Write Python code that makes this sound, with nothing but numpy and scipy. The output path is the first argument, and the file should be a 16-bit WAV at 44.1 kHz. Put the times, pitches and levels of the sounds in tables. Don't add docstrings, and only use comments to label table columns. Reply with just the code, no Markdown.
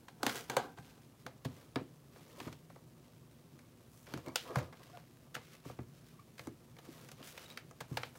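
import sys
import numpy as np
from scipy import signal
from scipy.fft import rfft, irfft, next_fast_len
from scipy.io import wavfile
from scipy.ndimage import map_coordinates

SR = 44100
rng = np.random.default_rng(int(sys.argv[2]) if len(sys.argv) > 2 else 0)


def output_pcm(signal):
    pcm = np.clip(np.atleast_2d(signal).T, -1, 1) * 32767
    wavfile.write(sys.argv[1], SR, np.round(pcm).astype(np.int16))


N = 360738

# (frequency [Hz], bandwidth [Hz], relative gain [dB])
BOX_MODES = [(430, 200, -5.5), (540, 47, 4), (720, 67, 1.5), (803, 76, 4.5), (912, 255, -1.5),
             (1616, 125, -5)]
# (frequency [Hz], bandwidth [Hz], relative gain [dB])
CASE_MODES = [(496, 57.5, 5.5), (700, 150, 2.5), (917, 306, 0), (1213, 227, 0), (1634, 140, -10)]
# (frequency [Hz], bandwidth [Hz], relative gain [dB])
PANEL_MODES = [(248, 40.5, -1.5), (305, 92, -1), (389, 141, -4)]


def amp(db):
    return 10 ** (np.asarray(db) / 20)


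def unit_rms(x):
    return x / np.sqrt(np.mean(x ** 2) + 1e-20)


def log_interp(points, hz):
    freqs, values = np.transpose(points)
    return np.interp(np.log(hz + 1), np.log(freqs + 1), values)


def wobble(knots_per_s):
    knots = rng.standard_normal(int(N * knots_per_s / SR) + 4)
    return map_coordinates(knots, [np.arange(N) * knots_per_s / SR])


def filtered(x, response):
    size = next_fast_len(N + SR // 2)
    return irfft(rfft(x, size) * response(np.fft.rfftfreq(size, 1 / SR)), size)[..., :N]


def coloured_noise(spectrum):
    return unit_rms(filtered(rng.standard_normal(N), lambda hz: amp(log_interp(spectrum, hz))))


def ring(force, modes):
    def response(f):
        total = 0
        for k, (hz, width, db) in enumerate(modes):
            damping = 1j * f * abs(width)
            total += (-1) ** k * amp(db) * damping / (hz * hz - f * f + damping + 1e-9)
        return total / np.sqrt(np.mean(np.abs(total) ** 2))
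    return filtered(force, response)


def ring_body(force):
    on_box = np.arange(N) < 1.0 * SR
    return ring(force * on_box, BOX_MODES) + ring(force * ~on_box, CASE_MODES)


def contacts():
    # (time [s], edge level [dB], rim re edge [dB], treble re edge [dB],
    # body re edge [dB], contact duration [ms])
    taps = [(.0821, -54.5, -1, -9, 7.5, 5.7), (.2305, -37.5, 0, -1.5, 10.5, 4),
            (.2648, -26.5, -3, -8, 3.5, 3.1), (.2794, -43, -1, -16, -7, 3.1),
            (.2937, -38.5, 0, -9, -11, 5.4), (.3566, -42, 0, -2, -17, 1.8),
            (.4973, -39.5, -3, -5.5, 10, 5.3), (.5164, -51.5, 5, -9, 11, 2.3),
            (.5664, -30.5, -3, -7.5, 12, 4.73), (.7713, -63.5, 1.5, -11, 11, 10.4),
            (.7851, -54, -10, -11, 7.5, 4.2), (1.264, -43.5, -4, -10.5, 7.5, 3.7),
            (1.447, -50, 1, -5.5, 8, 9.1), (1.7579, -34.5, -4.5, -18.5, 8, 3.4),
            (2.159, -60.5, -8, -23, 5.5, 5.2), (2.4004, -46, -2, -11, 4, 5.2),
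            (2.4708, -58.5, -3, -7.5, 12.5, 13), (2.5252, -57.5, 2, -4, 4, 6),
            (2.6983, -62, -6.5, -20, 5, 8.9), (2.7576, -69, -7, -21, 14.5, 8.6),
            (3.5902, -56.5, -6, -11, -10, 3.8), (4.065, -59.5, -4, -13, 0, 11),
            (4.0971, -63, 1.5, -13, 4, 4.2), (4.1375, -41.5, -2, -9.5, 4.5, 3),
            (4.1744, -49.5, -3.5, -8, 5.5, 3.1), (4.2617, -54.5, -2.5, -5, 3, 3.2),
            (4.2827, -54, -1, -4, 6, 2.6), (4.3575, -30.5, 5, -2.5, -3.5, 3.36),
            (4.556, -38.5, -5.5, -11, 12, 5.2), (4.585, -41, -10.5, -14, -8, 5.5),
            (4.7237, -56.5, -7, -15, 9, 10), (4.9721, -55, -2, -7, 10.5, 1.8),
            (5.3424, -49.5, -0.5, -6, -1, 14), (5.3512, -38.5, -2, -11, -8, 3.2),
            (5.3644, -46.5, -13, -17, 9, 4.6), (5.6476, -69, -4.5, 0, 15, 12.5),
            (5.697, -61, -13, -11, 17.5, 5.7), (5.7889, -51, -12.5, -27, 8, 3.2),
            (6.38, -54.5, -1.5, -10.5, -10, 5), (6.393, -46.5, -3.5, -13, 3, 4.4),
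            (6.4704, -53, -2.5, -3.5, 10, 3.8), (6.765, -60.5, -7, -11, 4.5, 5.3),
            (6.7845, -59.5, -1, -6.5, 6.5, 7.4), (7.0863, -54, -2, -6, 0, 5.3), (7.1155, -55.5, 3, 2, 4, 4),
            (7.2275, -57.5, 3, -6, 3, 4.3), (7.3756, -46.5, -2, -10, -1, 6),
            (7.5731, -39.5, -5, -13, -12, 3.9), (7.7099, -60.5, -7, -3, 11, 4),
            (7.804, -45, -3.5, -8, 4.5, 7.9), (7.9699, -34.5, -4.5, -13, 2, 6.05),
            (8.0326, -36, -1.5, -29, 1, 2.8), (8.1514, -56.5, -9, -14, 3, 6.6)]
    # (frequency [Hz], bandwidth [Hz], relative gain [dB])
    edge_modes = [(1432, 350, 6), (2250, 490, 5)]
    rim_modes = [(2980, 830, 3.5), (4520, 1600, -2)]
    snap_modes = [(6340, 2180, 5.5), (10260, 2500, 5), (14500, 8300, 1)]
    hard_soft_ms = [4.72, 7.3]
    t = np.arange(SR // 10) / SR
    impulse = t == 0
    edge, rim, treble, body = np.zeros((4, 2, N + len(t)))
    for start, db, rim_db, treble_db, body_db, ms in taps:
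        rise_share = np.interp(ms, hard_soft_ms, [.15, .6])
        grit_share = np.interp(ms, hard_soft_ms, [.45, .85])
        progress = t / (ms / 1000)
        grit = rng.standard_normal(len(t)) * (1 - np.exp(-progress / rise_share)) * np.exp(-1.6 * progress)
        grit /= np.linalg.norm(grit)
        strength = amp(db) * np.sqrt(ms * SR / 1000)
        force = strength * np.array([grit, impulse])
        blow = np.arange(len(t)) == np.argmax(progress > rise_share)
        push = strength * np.array([grit_share * grit + (1 - grit_share) * blow, impulse])
        span = slice(round(start * SR), round(start * SR) + len(t))
        edge[:, span] += force
        rim[:, span] += force * amp(rim_db)
        treble[:, span] += force * amp(treble_db)
        body[:, span] += push * amp(body_db)
    edge, rim, treble, body = (x[:, :N] for x in (edge, rim, treble, body))
    snap = ring(ring(treble, snap_modes), snap_modes)
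    return ring(edge, edge_modes) + ring(rim, rim_modes) + snap + ring_body(body)


def thuds():
    # (time [s], level [dB], panel offset [dB])
    blows = [(0.231, -54, 18), (0.264, -41.5, 8.5), (0.495, -44, -1), (0.565, -39, -12), (0.787, -44, -21),
             (1.258, -46, -4.5), (1.455, -29.5, -10), (1.76, -35.5, 3), (1.812, -40.5, -1), (2.411, -52, 3),
             (2.467, -38, -3), (2.518, -54, 3), (3.551, -61, 3), (4.137, -39.5, 1), (4.158, -35.5, -9),
             (4.272, -41.5, -1.5), (4.566, -23.5, -28), (5.36, -48.5, -4.5), (5.659, -41, -4.5),
             (5.699, -44.5, -7), (5.788, -37.5, -4), (6.4, -50.5, -12), (6.471, -42.5, 3.5),
             (6.885, -52.5, 6.5), (7.204, -59, 8.5), (7.646, -50, -9), (7.81, -45, -10), (7.914, -33, -11),
             (7.974, -42.5, -11)]
    # (frequency [Hz], bandwidth [Hz], relative gain [dB])
    table_modes = [(119.6, 14.5, 7), (158, 54, 0.5), (87, 14.3, 1.5)]
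    softness_hz = 420
    table_force, panel_force = np.zeros((2, N))
    times, db, panel_db = np.transpose(blows)
    onsets = np.round(times * SR).astype(int)
    table_force[onsets] = amp(db + 25)
    panel_force[onsets] = amp(db + panel_db + 31) * rng.choice([-1, 1], len(times))
    vibration = ring(table_force, table_modes) + ring(panel_force, PANEL_MODES)
    return filtered(vibration, lambda f: (1 + 1j * f / softness_hz) ** -3)


def stroke_envelopes():
    # (time [s], hold [s], rasp level [dB], hiss level [dB], drag level [dB])
    strokes = [(0.26, 0.029, -59, -58, -45), (0.319, 0.044, -47.5, -50, -52),
               (0.518, 0.017, -57.5, -63, -51), (0.578, 0.057, -64, -72, -51), (.8, .14, -70, -75, -69.5),
               (1.477, 0.15, -68, -71, -68.5), (2.135, 0.21, -68.5, -71, -68.5),
               (2.379, 0.089, -62, -65.5, -59), (3.903, 0.2, -81, -71, -85), (4.09, 0.08, -63, -69, -60.5),
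               (4.271, 0.021, -68, -73, -55), (4.364, 0.087, -60.5, -63.5, -79),
               (4.484, 0.026, -64, -72, -49), (4.562, 0.03, -55.5, -63, -47), (4.79, 0.2, -68, -75, -69),
               (5.405, 0.14, -66.5, -72, -73), (5.666, 0.034, -64, -67.5, -67),
               (5.954, 0.27, -75, -79, -83), (6.386, 0.044, -67, -66, -68.5),
               (6.847, 0.2, -64.5, -66.5, -66), (7.194, .02, -63, -73, -61), (7.243, 0.077, -60, -60, -70),
               (7.362, .17, -60.5, -64.5, -64), (7.907, 0.16, -66.5, -65.5, -64),
               (8.161, .03, -68, -64, -67)]
    grip_db = (-76, -77.5, -75)
    attack_db_per_s, release_db_per_s = 378, 183
    t = np.arange(0, N + 64, 64) / SR
    power = amp(grip_db)[:, None] ** 2 * np.ones_like(t)
    for start, hold, *levels_db in strokes:
        ramps_db = np.maximum(attack_db_per_s * (start - t), release_db_per_s * (t - start - hold))
        power += amp(np.array(levels_db)[:, None] - np.maximum(0, ramps_db)) ** 2
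    return [np.interp(np.arange(N) / SR, t, np.sqrt(p)) for p in power]


def rubbing():
    # (frequency [Hz], relative density [dB])
    rasp_spectrum = [(700, -35), (1300, -3), (3000, -5), (5500, -8.5), (9000, -24.5)]
    skin_spectrum = [(3500, -34), (6000, -8.5), (16000, -12)]
    rasp_gain, hiss_gain, drag_gain = stroke_envelopes()
    slips = amp(1.4 * wobble(40) + 3.2 * wobble(400))
    rasp = unit_rms(slips * coloured_noise(rasp_spectrum)) * rasp_gain
    hiss = unit_rms(slips * coloured_noise(skin_spectrum)) * hiss_gain
    catches = amp(2.6 * wobble(60))
    drag = unit_rms(catches * rng.standard_normal(N)) * drag_gain
    return rasp + hiss + ring_body(drag) + amp(-2.5) * ring(drag, PANEL_MODES)


def squeaks():
    # (time [s], duration [s], frequency [Hz], level [dB])
    slips = [(4.271, 0.013, 2060, -52.5), (4.297, 0.009, 2250, -54), (4.317, 0.007, 2250, -67),
             (4.926, 0.055, 700, -50.5), (6.19, 0.014, 1114, -53.5), (7.455, 0.015, 3800, -56),
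             (7.505, 0.012, 3810, -51)]
    out = np.zeros(N)
    waver = .045 * wobble(150)
    for start, duration, hz, db in slips:
        t = np.arange(round(duration * SR)) / SR
        span = slice(round(start * SR), round(start * SR) + len(t))
        phase = 2 * np.pi * np.cumsum(hz * (1 + waver[span])) / SR
        tone = np.sin(phase) + amp(-13) * np.sin(2 * phase)
        out[span] += amp(db) * np.sin(np.pi * t / duration) * tone
    return out


def reverberation(x):
    # (frequency [Hz], reverberation time T60 [s])
    decay_times = [(150, 0.28), (800, 0.17), (3000, 0.24), (12000, 0.13)]
    block, delay_samples = round(.3 * SR), 200
    out = np.zeros(N + SR)
    for start in range(0, N, block):
        hz, t, spectra = signal.stft(rng.standard_normal(SR // 2), SR, nperseg=256)
        decay = amp(-60 * t / log_interp(decay_times, hz)[:, None])
        tail = signal.istft(spectra * decay, SR, nperseg=256)[1]
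        wet = signal.fftconvolve(x[start:start + block], tail / np.linalg.norm(tail))
        out[start + delay_samples:][:len(wet)] += wet
    return out[:N]


def noise_floor():
    # (frequency [Hz], relative density [dB])
    floor_spectrum = [(12, -68), (20, -40), (39, -26), (60, -12.5), (86, -14.5), (113, -4.5), (163, -3.5),
                      (193, -16.5), (234, -7), (277, -14.5), (367, -15), (459, -21.5), (607, -24),
                      (1480, -37.5), (16000, -41)]
    level_db = -60.5 + 0.26 * wobble(3.16)
    return amp(level_db) * coloured_noise(floor_spectrum)


def scene():
    direct, all_round = contacts()
    friction = rubbing() + squeaks()
    blows = thuds()
    wet = amp(-10) * reverberation(all_round + friction + amp(3.5) * blows)
    low_cut_hz = 70
    handling = filtered(direct + friction + blows + wet, lambda f: (1j * f / (low_cut_hz + 1j * f)) ** 2)
    return (handling + noise_floor())[None]


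def record(dry):
    passband_hz, cutoff_hz = 15800, 16600
    return filtered(dry, lambda hz: np.where(hz < passband_hz, 1, amp(-24)) * (hz < cutoff_hz))


dry = scene()
out = record(dry)
output_pcm(out)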